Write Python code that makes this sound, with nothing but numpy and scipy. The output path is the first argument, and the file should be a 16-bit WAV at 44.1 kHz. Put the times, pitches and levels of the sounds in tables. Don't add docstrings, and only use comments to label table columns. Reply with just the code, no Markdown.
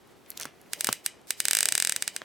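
import sys
import numpy as np
from scipy import signal
from scipy.fft import rfft, irfft, next_fast_len
from scipy.io import wavfile
from scipy.ndimage import uniform_filter1d, map_coordinates

SR = 44100
rng = np.random.default_rng(int(sys.argv[2]) if len(sys.argv) > 2 else 0)


def decibels_to_gain(level_db):
    exponent = np.asarray(level_db, float) / 20
    return 10 ** exponent


def unload_wav(signal):
    wavfile.write(
        sys.argv[1],
        SR,
        np.round(np.clip(np.atleast_2d(signal).T, -1, 1) * 32767).astype(np.int16),
    )


N = 99048


def unit(x):
    return x / np.sqrt(np.mean(x ** 2) + 1e-20)


def along(points, hz):
    f, value = np.transpose(points)
    return np.interp(np.log(hz + 1), np.log(f + 1), value)


def filtered(x, response):
    size = next_fast_len(x.shape[-1] + 8192)
    spectrum = rfft(x, size) * response(np.fft.rfftfreq(size, 1 / SR))
    return irfft(spectrum, size)[..., :x.shape[-1]]


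def pair(alike, size):
    def mid_and_side(hz):
        angle = np.arccos(np.clip(along(alike, hz), -1, 1)) / 2
        return np.array([np.cos(angle), np.sin(angle)])

    mid, side = filtered(rng.standard_normal((2, size)), mid_and_side)
    return np.array([mid + side, mid - side])


def air():
    # frequency in Hz, level in dB per Hz.
    colour = [(15, -34), (25, -15.5), (339, -10), (389, -8), (524, -15.5), (766, -16.5), (1030, -19.5),
              (13600, -40), (16500, -92)]
    # frequency in Hz, left-right likeness as a correlation.
    alike = [(60, 0.018), (240, 0.08), (950, 0.57), (3770, 0.78), (15000, 0.77)]
    level_db = -56.5
    sway_db = 1.67 * map_coordinates(rng.standard_normal(40), [np.arange(N) * 9 / SR])
    noise = unit(filtered(pair(alike, N), lambda hz: decibels_to_gain(along(colour, hz))))
    return noise * decibels_to_gain(level_db + sway_db)


def grainy(effort, colour, alike, grain_samples):
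    s, db = np.transpose(effort)
    grain_db = 4 * map_coordinates(rng.standard_normal(N // 50), [np.arange(N) / grain_samples])
    noise = unit(filtered(pair([(1000, alike)], N), lambda hz: decibels_to_gain(along(colour, hz))))
    level_db = np.interp(np.arange(N) / SR, s, db, -120, -120)
    return unit(noise * decibels_to_gain(grain_db)) * decibels_to_gain(level_db)


def gripping_hands():
    # time in seconds, level in dB.
    effort = [
        (0, -70),
        (.7, -64),
        (.9, -46),
        (1.15, -82),
        (1.4, -58.5),
        (1.65, -52),
        (1.95, -55.5),
        (2.25, -65),
    ]
    # frequency in Hz, level in dB per Hz.
    colour = [(60, -23), (110, -7), (300, -6.5), (600, -1.5), (1200, -20)]
    return grainy(effort, colour, alike=.7, grain_samples=900)


def rubbing_fingers():
    # time in seconds, level in dB.
    stroke = [
        (.2, -77),
        (.3, -56.5),
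        (.36, -69),
        (0.409, -43.5),
        (.46, -53),
        (.52, -68),
        (.7, -67),
    ]
    # frequency in Hz, level in dB per Hz.
    colour = [(300, 6.5), (2200, 16.5), (6000, -1), (12000, -26), (16500, -34)]
    return grainy(stroke, colour, alike=.85, grain_samples=100)


def add(track, s, sound):
    part = track[..., int(s * SR):][..., :sound.shape[-1]]
    part += sound[..., :part.shape[-1]]


def room(sound, source=None):
    # frequency in Hz, time to fall 60 dB in seconds.
    kitchen = [(200, 0.11), (1000, 0.12), (2500, 0.28), (6000, 0.25), (14000, 0.093)]
    # frequency in Hz, level of the tail in dB.
    wet_colour = [(200, -16), (1000, -5.5), (1850, -10), (2600, 6.5), (3700, -8.5), (5500, -9),
                  (8300, -9.5), (14000, -7.5)]
    wet_db, alike, delay_ms = -14, 0.95, 4.1
    hz, t, z = signal.stft(pair([(1000, alike)], SR // 3), SR, nperseg=128)
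    tail_db = along(wet_colour, hz)[:, None] - 60 * t / along(kitchen, hz)[:, None]
    tail = signal.istft(z * decibels_to_gain(tail_db), SR, nperseg=128)[1]
    tail = np.pad(tail / np.linalg.norm(tail[0]), ((0, 0), (int(delay_ms * SR / 1e3), 0)))
    if source is None:
        source = sound
    wet = decibels_to_gain(wet_db) * signal.fftconvolve(source.mean(0)[None], tail, axes=1)
    return wet + np.pad(sound, ((0, 0), (0, wet.shape[1] - sound.shape[1])))


def ticks():
    # start in seconds, peak in dB, centre in Hz, time to fall 60 dB in ms.
    events = [(0.0743, -53, 14000, 8), (0.262, -51, 3040, 21), (.3033, -25.5, 10500, 12),
              (0.317, -40.5, 3260, 9), (.373, -33, 7000, 5), (.3753, -28, 6000, 11),
              (0.399, -25, 7060, 9.3), (.4115, -26.5, 6940, 14), (0.4187, -30, 4450, 22),
              (0.4257, -31, 5160, 15), (0.4319, -29, 4300, 19), (0.444, -39, 9900, 20),
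              (0.454, -30, 6500, 20), (0.6147, -46.5, 9700, 11), (.8895, -21.5, 4840, 25),
              (1.215, -55.5, 6950, 9.8), (1.272, -44, 5500, 4.2), (2.218, -37.5, 3370, 11)]
    octaves_wide, floor_db, spike_ms, rustle_db = 1.05, -27, 2.5, -4
    out, t = np.zeros((2, N)), np.arange(SR // 10) / SR
    for s, db, centre_hz, t60_ms in events:
        def band(hz):
            hump = np.exp(-(np.log2((hz + 1) / centre_hz) / octaves_wide) ** 2)
            return hump + decibels_to_gain(floor_db) * (hz > 700)

        spike = decibels_to_gain(-60e3 * t / spike_ms)
        rustle = decibels_to_gain(rustle_db - 60e3 * t / t60_ms)
        noise = unit(filtered(pair([(1000, 0.89)], len(t)), band))
        add(out, s, room(decibels_to_gain(db) * (spike + rustle) * noise))
    return out


def ring(t, hz, db, t60_ms, rise_ms):
    t = np.maximum(t, 0)[:, None]
    decay = decibels_to_gain(db - 60e3 * t / t60_ms)
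    rise = 1 - np.exp(-1e3 * t / rise_ms)
    return (decay * np.sin(2 * np.pi * hz * t) * rise).sum(1)


def knocks():
    # start in seconds, peak in dB, weight of the low modes in dB, pitch ratio.
    events = [
        (0.4543, -16.5, -2.5, 1.15),
        (0.8894, -4, -4, 1),
        (2.2177, -17, -10, 1.36),
    ]
    # mode in Hz, level in dB, time to fall 60 dB in ms.
    body = [(130, -19.5, 89), (246, -9.5, 22), (347, -14.5, 14), (487, -4, 7.2), (866, 8.5, 2.96),
            (1204, 5.5, 4)]
    rise_ms, to_room_db = 1.1, -3
    out, t = np.zeros((2, N)), np.arange(SR // 10) / SR
    hz, level_db, t60_ms = np.transpose(body)
    for s, db, low_db, ratio in events:
        mode_db = db + level_db + low_db * (hz < 420)
        knock = ring(t, hz * ratio, mode_db, t60_ms, rise_ms) * decibels_to_gain([[-.4], [.4]])
        add(out, s, room(knock, source=knock * decibels_to_gain(to_room_db)))
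    return out


def joint():
    # start in seconds, peak in dB.
    slips = [
        (0.7333, -11.1),
        (0.8083, -9.9),
        (0.8448, -9.2),
        (0.8704, -9.2),
        (0.9276, -8.3),
        (1.062, -8.4),
        (1.3061, -7.4),
        (1.4024, -6.8),
             (1.4533, -7.0), (1.4833, -6.6), (1.5102, -5.0), (1.5322, -6.3), (1.5505, -5.5),
                 (1.5695, -6.2), (1.5877, -7.4), (1.6066, -6.4), (1.6293, -6.1), (1.6558, -5.3),
                 (1.6872, -6.4), (1.7227, -5.9), (1.7521, -6.1),
             (1.7784, -6.9), (1.8008, -7.4), (1.8235, -6.9), (1.8489, -7.6), (1.8722, -8.4),
                   (1.8952, -7.7), (1.9221, -8.4), (1.9625, -9.0), (2.0232, -8.8), (2.0777, -9.3),
                   (2.1634, -12.7)]
    # mode in Hz, level in dB, time to fall 60 dB in ms.
    modes = [(400.0, -42.5, 2.5), (1120.0, -26.0, 2.0), (1990.0, -15.6, 7.0), (2830.0, -7.0, 6.0),
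             (3960.0, -16.6, 5.9), (4690.0, -0.0, 1.6), (6190.0, -14.7, 5.0), (8260.0, 6.9, 2.2),
             (10680.0, -6.2, 2.0), (12030.0, -18.7, 5.0), (13930.0, -6.0, 1.9)]
    # delay in ms, level in dB, tilt in dB per octave.
    paths = [
        (0, 0, 0),
        (.183, -5.8, -4),
        (1.4, -11.5, -3.2),
        (1.93, -17.3, -2),
        (2.2, -21, -.3),
        (3.04, -22.5, 2.9),
        (3.85, -28.4, 3),
        (4.55, -28, -2),
    ]
    # left over right in dB, left lag in ms.
    bearings = [(-1.5, .006), (-1.5, .006), (1.5, .015), (-3, -.015), (3, .02), (-3, .02), (3, -.02),
                (-3, .02)]
    # time in seconds, 8 kHz mode in dB, higher modes in dB.
    turn = [
        (.73, -2, 2.1),
        (1.06, 0.8, 4.5),
        (1.3, -0.9, 2.5),
        (1.65, 0.15, -0.9),
        (2.16, -1, -3),
    ]
    slip_db, scatter_db, detune, sag_per_s = 10.5, .6, .003, .012
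    start_ms, rise_ms = .077, .58

    out, n = np.zeros((2, N)), np.arange(SR // 70)
    hz, level_db, t60_ms = np.transpose(modes)
    octaves = np.log2(hz / 8000)
    when, peak_db, top_db = np.transpose(turn)
    for s, db in slips:
        luck = rng.standard_normal((2, len(hz)))
        pitch = hz * (1 - sag_per_s * (s - 1.5) + detune * luck[0])
        treble_db = [np.interp(s, when, top_db), np.interp(s, when, peak_db)]
        mode_db = db + slip_db + level_db + scatter_db * luck[1]
        mode_db = mode_db + np.select([hz > 9500, hz > 7500], treble_db)
        t = (n - s * SR % 1) / SR
        arrivals = []
        for (ms, path_db, tilt_db), (pan_db, lag_ms) in zip(paths, bearings):
            ears = []
            for ear in (1, -1):
                delay_ms = start_ms + ms + ear * lag_ms / 2
                heard_db = mode_db + path_db + ear * pan_db / 2 + tilt_db * octaves
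                ears.append(ring(t - delay_ms / 1e3, pitch, heard_db, t60_ms, rise_ms))
            arrivals.append(ears)
        arrivals = np.array(arrivals)
        add(out, s, room(arrivals.sum(0), source=arrivals[0] + arrivals[1]))
    return out


def scene():
    low_cut_hz = 125
    figure = filtered(ticks() + knocks() + joint(), lambda hz: (1j * hz / (low_cut_hz + 1j * hz)) ** 3)
    return figure + rubbing_fingers() + gripping_hands() + air()


def smear(x):
    # frequency in Hz, noise in dB relative to the sound.
    noise_db = [(200, -19), (1000, -16), (3000, -13), (5500, -13), (8300, -16), (11000, -12), (15000, -11)]
    block, block_start, spread_bins = 1024, 736, 60
    lead = block - block_start
    window = np.sin(np.pi * (np.arange(2 * block) + .5) / (2 * block))
    hz, t, z = signal.stft(np.pad(x, ((0, 0), (lead, 0))), SR, window, 2 * block)
    power = np.abs(uniform_filter1d(np.abs(z) ** 2, spread_bins, axis=1))
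    size = np.sqrt(power) * decibels_to_gain(along(noise_db, hz))[:, None]
    noise = size * np.exp(2j * np.pi * rng.random(z.shape))
    return x + signal.istft(noise, SR, window, 2 * block)[1][:, lead:lead + N]


def band_limit(x):
    return signal.sosfilt(signal.butter(12, 16970, fs=SR, output="sos"), x)


def record(dry):
    mic_low_hz, top_hz = 52.4, 16700

    def band(hz):
        return (hz < top_hz) * (1j * hz / (mic_low_hz + 1j * hz)) ** 2

    return band_limit(filtered(smear(dry), band))


dry = scene()
out = record(dry)
unload_wav(out)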